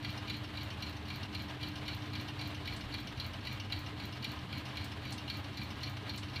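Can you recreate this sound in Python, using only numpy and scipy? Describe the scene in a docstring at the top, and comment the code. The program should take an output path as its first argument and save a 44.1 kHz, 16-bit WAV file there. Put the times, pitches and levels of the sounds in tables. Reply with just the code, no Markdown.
"""A small electric motor swings a homemade crank and arm to and fro in a small room.
From the start the mains hum, the drive whirrs and the frame rumbles. Nearly four times a second the
slack pivot knocks and rebounds, a light contact ticks, and the loose link clacks and settles.
Midway a deeper rumble swells and sinks back; from there on the arm also scrapes briefly four times."""
import sys
import numpy as np
from scipy import signal
from scipy.fft import rfft, irfft, next_fast_len
from scipy.io import wavfile
from scipy.ndimage import uniform_filter1d

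SR = 44100
rng = np.random.default_rng(int(sys.argv[2]) if len(sys.argv) > 2 else 0)


def store_pcm(level_fs):
    """Save levels as 16-bit WAV."""
    pcm = np.round(np.clip(level_fs, -1, 1) * 32767).astype(np.int16)
    wavfile.write(sys.argv[1], SR, np.atleast_2d(pcm).T)


N = 282240
TIME = np.arange(N) / SR
SIZE = next_fast_len(N + SR // 2)  # spare room for ringing to die away
FREQ = np.maximum(np.arange(SIZE // 2 + 1) * SR / SIZE, 1)
STROKE_S, FIRST_TICK_S = .26328, .1048  # a stroke runs from one tick to the next

# The pivot's knocks: (time [s], relative level [dB], extra low ring [dB], touch before the knock [dB])
KNOCK_PER_STROKE = [(.045, -35, 1, -40), (.297, -30, -3.5, -40), (.571, -37.5, -1, -43),
                    (.8226, -31.5, -4, -50), (1.100, -35, -3.5, -38), (1.3468, -31.5, -8.5, -47),
                    (1.628, -33, -5, -42), (1.8786, -31.5, 0.5, -41), (2.151, -36, -2, -37.5),
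                    (2.411, -32.5, -6, -40), (2.673, -34, 0.5, -37), (2.940, -32, -4, -42),
                    (3.197, -32, -6, -46), (3.4685, -33.5, -2, -39), (3.7214, -29.5, -4.5, -50),
                    (3.997, -39, -1, -57), (4.243, -28.5, -6.5, -39), (4.525, -38.5, 1, -58),
                    (4.7694, -32, -3.5, -46), (5.050, -39, -0.5, -54), (5.298, -30.5, -6, -42),
                    (5.571, -33.5, -5, -56), (5.830, -30.5, -8, -46), (6.094, -32.5, -7.5, -47),
                    (6.358, -34, -6, -52)]


def undb(db):
    """Turn decibels into a gain."""
    return 10 ** (np.asarray(db) / 20)


def unit(x):
    """Scale to an average (rms) level of 1."""
    return x / np.sqrt(np.mean(x ** 2))


def steady(x, size):
    """Hold the level near 1 over every stretch of `size` samples."""
    return x / np.sqrt(uniform_filter1d(x ** 2, size))


def drift(rate_hz):
    """Smooth random wandering, about 1 up or down."""
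    step = int(SR / rate_hz)
    stairs = np.repeat(rng.standard_normal(N // step + 1), step)
    return 1.3 * uniform_filter1d(stairs, step)[:N]


def stroke_starts():
    """When each stroke begins; the crank turns evenly."""
    return FIRST_TICK_S + STROKE_S * np.arange(len(KNOCK_PER_STROKE))


def once_a_stroke(at, width):
    """A smooth bump in every stroke; its place and width are shares of a stroke."""
    stroke = (TIME - FIRST_TICK_S) / STROKE_S
    distance = (stroke - at + .5) % 1 - .5
    return np.exp(-.5 * (distance / width) ** 2)


def spectrum(points):
    """Gain at each frequency, from a line through (frequency [Hz], level [dB]) points."""
    hz, db = np.transpose(points)
    return undb(np.interp(np.log(FREQ), np.log(hz), db))


def resonances(modes, skirt):
    """Gain peaks at a body's ringing notes (modes), falling faster beyond `skirt` times their pitch."""
    power = sum(undb(2 * db) / (1 + (2 * (FREQ - hz) / width) ** 2)
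                / (1 + ((FREQ - hz) / (skirt * hz)) ** 2) for hz, width, db in modes)
    return np.sqrt(power)


def ring(x, gain):
    """Colour a sound with a gain curve; white noise keeps its level."""
    gain = unit(gain)
    # Folding the cepstrum puts all the ringing after a hit, none before it.
    cepstrum = irfft(np.log(gain + 1e-6), SIZE)
    cepstrum[1:SIZE // 2] *= 2
    cepstrum[SIZE // 2 + 1:] = 0
    response = np.exp(rfft(cepstrum))
    return irfft(rfft(x, SIZE) * response, SIZE)[:N]


def contacts(times, levels_db, chatter_s, room_db, room_s):
    """Each contact is a burst of noise that builds up and chatters; the room's echo trails after it."""
    out, t = np.zeros(N + SR), np.arange(SR // 3) / SR
    rise = 1 - np.exp(-t / .0012)
    shape = rise * np.hypot(np.exp(-t / chatter_s), undb(room_db) * np.exp(-t / room_s))
    for s, db in zip(times, levels_db):
        start = int(np.clip(s * SR, 0, N))
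        out[start:start + len(t)] += undb(db) * shape * rng.standard_normal(len(t))
    return out[:N]


def repeats(s, db, low_ring_db, scatter_s, scatter_db):
    """Blows that are never quite alike: (time [s], level [dB], extra low ring [dB])."""
    chance = rng.standard_normal((len(s), 3)).T
    return np.column_stack([s + scatter_s * chance[0], db + scatter_db * chance[1],
                            low_ring_db + scatter_db * chance[2]])


def blows(rows, body, high_db, low_db, lag_s, **decay):
    """A struck body rings: its stiff high notes answer at once, its low bending notes a moment later."""
    s, db, low_ring_db = np.transpose(rows)
    low_share = 1 / (1 + (FREQ / 3450) ** 24)  # low and high part at 3450 Hz
    high = ring(contacts(s, db, **decay), body * np.sqrt(1 - low_share))
    low = ring(contacts(s + lag_s, db + low_ring_db, **decay), body * np.sqrt(low_share))
    return undb(high_db) * high + undb(low_db) * low


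def motor():
    """The mains hum, bearings and gears whirr, and the crank groans softly as it takes the load."""
    # Hum tones: (frequency [Hz], level before swell and drift [dB])
    hum_tones = [(100, -52), (200, -63.5), (300, -56)]
    # Tone colour of the whirr: (frequency [Hz], relative level [dB])
    whirr_colour = [(190, -24.5), (330, -12), (589, -7), (813, -5), (1280, -8), (1410, -9.5), (1760, -8),
                    (2640, -10), (2900, -8.5), (3820, -12), (4140, -13), (5020, -22.5), (5620, -27),
                    (6710, -30.5), (15500, -38.5)]
    # Ringing notes of the motor housing: (frequency [Hz], width [Hz], relative level [dB])
    housing_modes = [(374, 66, 3), (660, 19, -0.5), (826, 14, -7), (1030, 42, 4), (1250, 14, 5),
                     (1621, 8.7, 8.5), (8300, 99, 2), (11050, 43, -17), (14700, 280, -2)]
    # Low notes of the loaded crank: (frequency [Hz], width [Hz], relative level [dB])
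    groan_modes = [(415, 44, 2), (420, 22, -7.5)]
    swell_db = 2 * once_a_stroke(at=.92, width=.076)  # as the arm swings back
    hum = np.zeros(N)
    for hz, db in hum_tones:
        peak = np.sqrt(2) * undb(db + swell_db + 2 * drift(2.97))
        hum += peak * np.sin(2 * np.pi * (hz * TIME + rng.random()))
    housing = np.hypot(1, resonances(housing_modes, skirt=.022))
    whirr = unit(ring(rng.standard_normal(N), spectrum(whirr_colour) * housing))
    groan = unit(ring(rng.standard_normal(N), resonances(groan_modes, skirt=.11)))
    groan *= once_a_stroke(at=.533, width=.056)
    flutter_db = .42 * drift(5) + 1.3 * drift(60)
    return hum + undb(-49 + flutter_db) * whirr + undb(-56.5) * groan


def frame():
    """The drive shakes the frame, hardest as the arm swings back; a deeper rumble swells midway."""
    # Ringing notes of the frame: (frequency [Hz], width [Hz], relative level [dB])
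    frame_modes = [(61.3, 3.5, -12), (81.9, 5.4, 0.5), (97.4, 6.5, -5), (113, 6.1, -6), (129, 7.3, -0.5),
                   (181.3, 7.2, -10), (191, 15, -20.5), (212.5, 10, -12), (233.2, 6, -13), (249, 26, -16.5),
                   (287.6, 14.7, -12), (334, 21, -21), (388, 25, -25)]
    # Tone colour of the deep rumble: (frequency [Hz], relative level [dB])
    deep_colour = [(10, -30), (28, -21), (42, -2), (54, 1), (70, -20), (200, -70)]
    # Rise and fall of the deep rumble: (time [s], relative level [dB])
    deep_levels = [(2.4, -66), (2.468, -75), (2.868, -47), (2.996, -55), (3.82, -56), (3.884, -78),
                   (4.05, -65)]
    push = rng.standard_normal(N) * (1 + .23 * once_a_stroke(at=.895, width=.075))
    rumble = steady(ring(push, resonances(frame_modes, skirt=.26)), size=SR // 7)
    rumble_db = -46.5 + 2.5 * once_a_stroke(at=.91, width=.26)
    deep = steady(ring(rng.standard_normal(N), spectrum(deep_colour)), size=SR // 5)
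    deep_db = np.interp(TIME, *np.transpose(deep_levels)) - 4
    return undb(rumble_db) * rumble + undb(deep_db) * deep


def arm():
    """Once a stroke the slack pivot touches, knocks and grinds, and the arm rebounds more softly."""
    # Ringing notes of the arm: (frequency [Hz], width [Hz], relative level [dB])
    arm_modes = [(1430, 40, -10), (1625, 25, -9), (2000, 50, -7), (2237, 18, 1), (2320, 30, -6),
                 (2382, 32, 2), (2762, 36, -2), (2988, 28, -2), (3260, 60, -4), (3550, 80, -8),
                 (3750, 100, -9), (3897, 20, 0), (3992, 24, 2), (4030, 24, 0), (4125, 24, 0), (4202, 26, 4),
                 (4380, 26, 0), (4415, 26, 1), (4500, 40, -7), (4628, 40, -3), (4790, 40, -15),
                 (4980, 40, -15), (5190, 50, -16), (5420, 40, -13), (5733, 25, -12), (5900, 40, -16),
                 (6760, 120, -24), (7050, 120, -24), (9100, 900, -29), (12400, 2500, -29)]
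    body = resonances(arm_modes, skirt=.082)
    s, db, low_ring_db, touch_db = np.transpose(KNOCK_PER_STROKE)
    touches = repeats(s - .019, touch_db, low_ring_db=-4.5, scatter_s=.0005, scatter_db=-1)
    bounces = repeats(s + .042, db=-39, low_ring_db=-2, scatter_s=.003, scatter_db=.5)
    hits = np.column_stack([s, db, low_ring_db])
    knocks = blows(np.vstack([hits, touches]), body, high_db=-.5, low_db=2, lag_s=.001972,
                   chatter_s=.0059, room_db=-19.5, room_s=.058)
    rebounds = blows(bounces, body, high_db=-6, low_db=-3, lag_s=.000942,
                     chatter_s=.0045, room_db=-4.5, room_s=.022)
    grind = ring(rng.standard_normal(N), body) * once_a_stroke(at=.89, width=.16)
    return knocks + rebounds + undb(-53.5) * grind


def ticks():
    """A tiny, very sharp contact once a stroke: one spike, then its echoes off nearby surfaces."""
    # Tone colour of a tick: (frequency [Hz], relative level [dB])
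    tick_colour = [(2000, -8), (5000, 1), (6800, -1), (8000, -13), (11000, -7), (13000, 0), (14100, 4),
                   (15500, -2)]
    s = stroke_starts()
    s = s[s < TIME[-1]]
    db = -31.5 + rng.standard_normal(len(s))
    spike_samples = np.clip((s + .001) * SR, 0, N - 1).astype(int)
    spikes = np.zeros(N)
    spikes[spike_samples] = undb(db)
    echoes = contacts(s + .0018, db - 24, chatter_s=.0037, room_db=-4, room_s=.02)
    return ring(spikes + echoes, spectrum(tick_colour))


def link():
    """The link clacks after each tick, settles more softly, and trembles in its holes with faint taps."""
    # Ringing notes of the link: (frequency [Hz], width [Hz], relative level [dB])
    link_modes = [(1550, 200, -9), (2300, 200, -4), (2780, 40, 6), (2935, 45, 4), (3140, 60, 1),
                  (3700, 300, -4), (4150, 200, -3), (4480, 150, -3), (5080, 50, -2), (5410, 50, -1),
                  (5733, 35, -5), (6050, 250, -11), (9030, 130, -17), (12000, 3000, -27)]
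    body = resonances(link_modes, skirt=.074)
    s = stroke_starts()
    knock_offset_s = np.transpose(KNOCK_PER_STROKE)[0] - s
    # Near -1 after an early knock, near +1 after a late one, which makes both clacks harder.
    late = np.tanh((knock_offset_s - knock_offset_s.mean()) / .0027)
    strikes = repeats(s + .0705, db=-43 + 3 * late, low_ring_db=-2, scatter_s=.0006, scatter_db=1.1)
    settles = repeats(s + .17, db=-53 + 5 * late, low_ring_db=3.5, scatter_s=.003, scatter_db=.8)
    clacks = blows(np.vstack([strikes, settles]), body, high_db=-3, low_db=1, lag_s=.0005,
                   chatter_s=.0073, room_db=-11.5, room_s=.036)
    when, strength = rng.random((130, 2)).T
    tap_db = -54.5 + 10 * strength ** 2  # most are faint, a few stronger
    taps = contacts(when * N / SR, tap_db, chatter_s=.005, room_db=-14, room_s=.03)
    return clacks + ring(taps, body)


def scrapes():
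    """The arm grazes something with a short, bright rasp."""
    # The arm's grazes: (time [s], relative level [dB])
    grazes = [(2.7624, -58), (4.842, -59), (5.1217, -52.5), (6.1752, -53.5)]
    # Tone colour of the rasp: (frequency [Hz], relative level [dB])
    rasp_colour = [(1000, 4), (2400, -2), (4200, 11), (6500, 0.5), (8800, 2), (11000, -10), (15000, -25)]
    s, db = np.transpose(grazes)
    rubbing = contacts(s, db + 10, chatter_s=.016, room_db=-12, room_s=.04)
    return ring(rubbing, spectrum(rasp_colour))


def scene():
    """All parts of the machine, heard close up in one channel."""
    return (motor() + frame() + arm() + ticks() + link() + scrapes())[None]


def record(dry):
    """A steep filter cuts the highest treble, above 15250 Hz."""
    return signal.sosfilt(signal.ellip(10, .2, 70, 15250, fs=SR, output="sos"), dry)


dry = scene()
out = record(dry)
store_pcm(out)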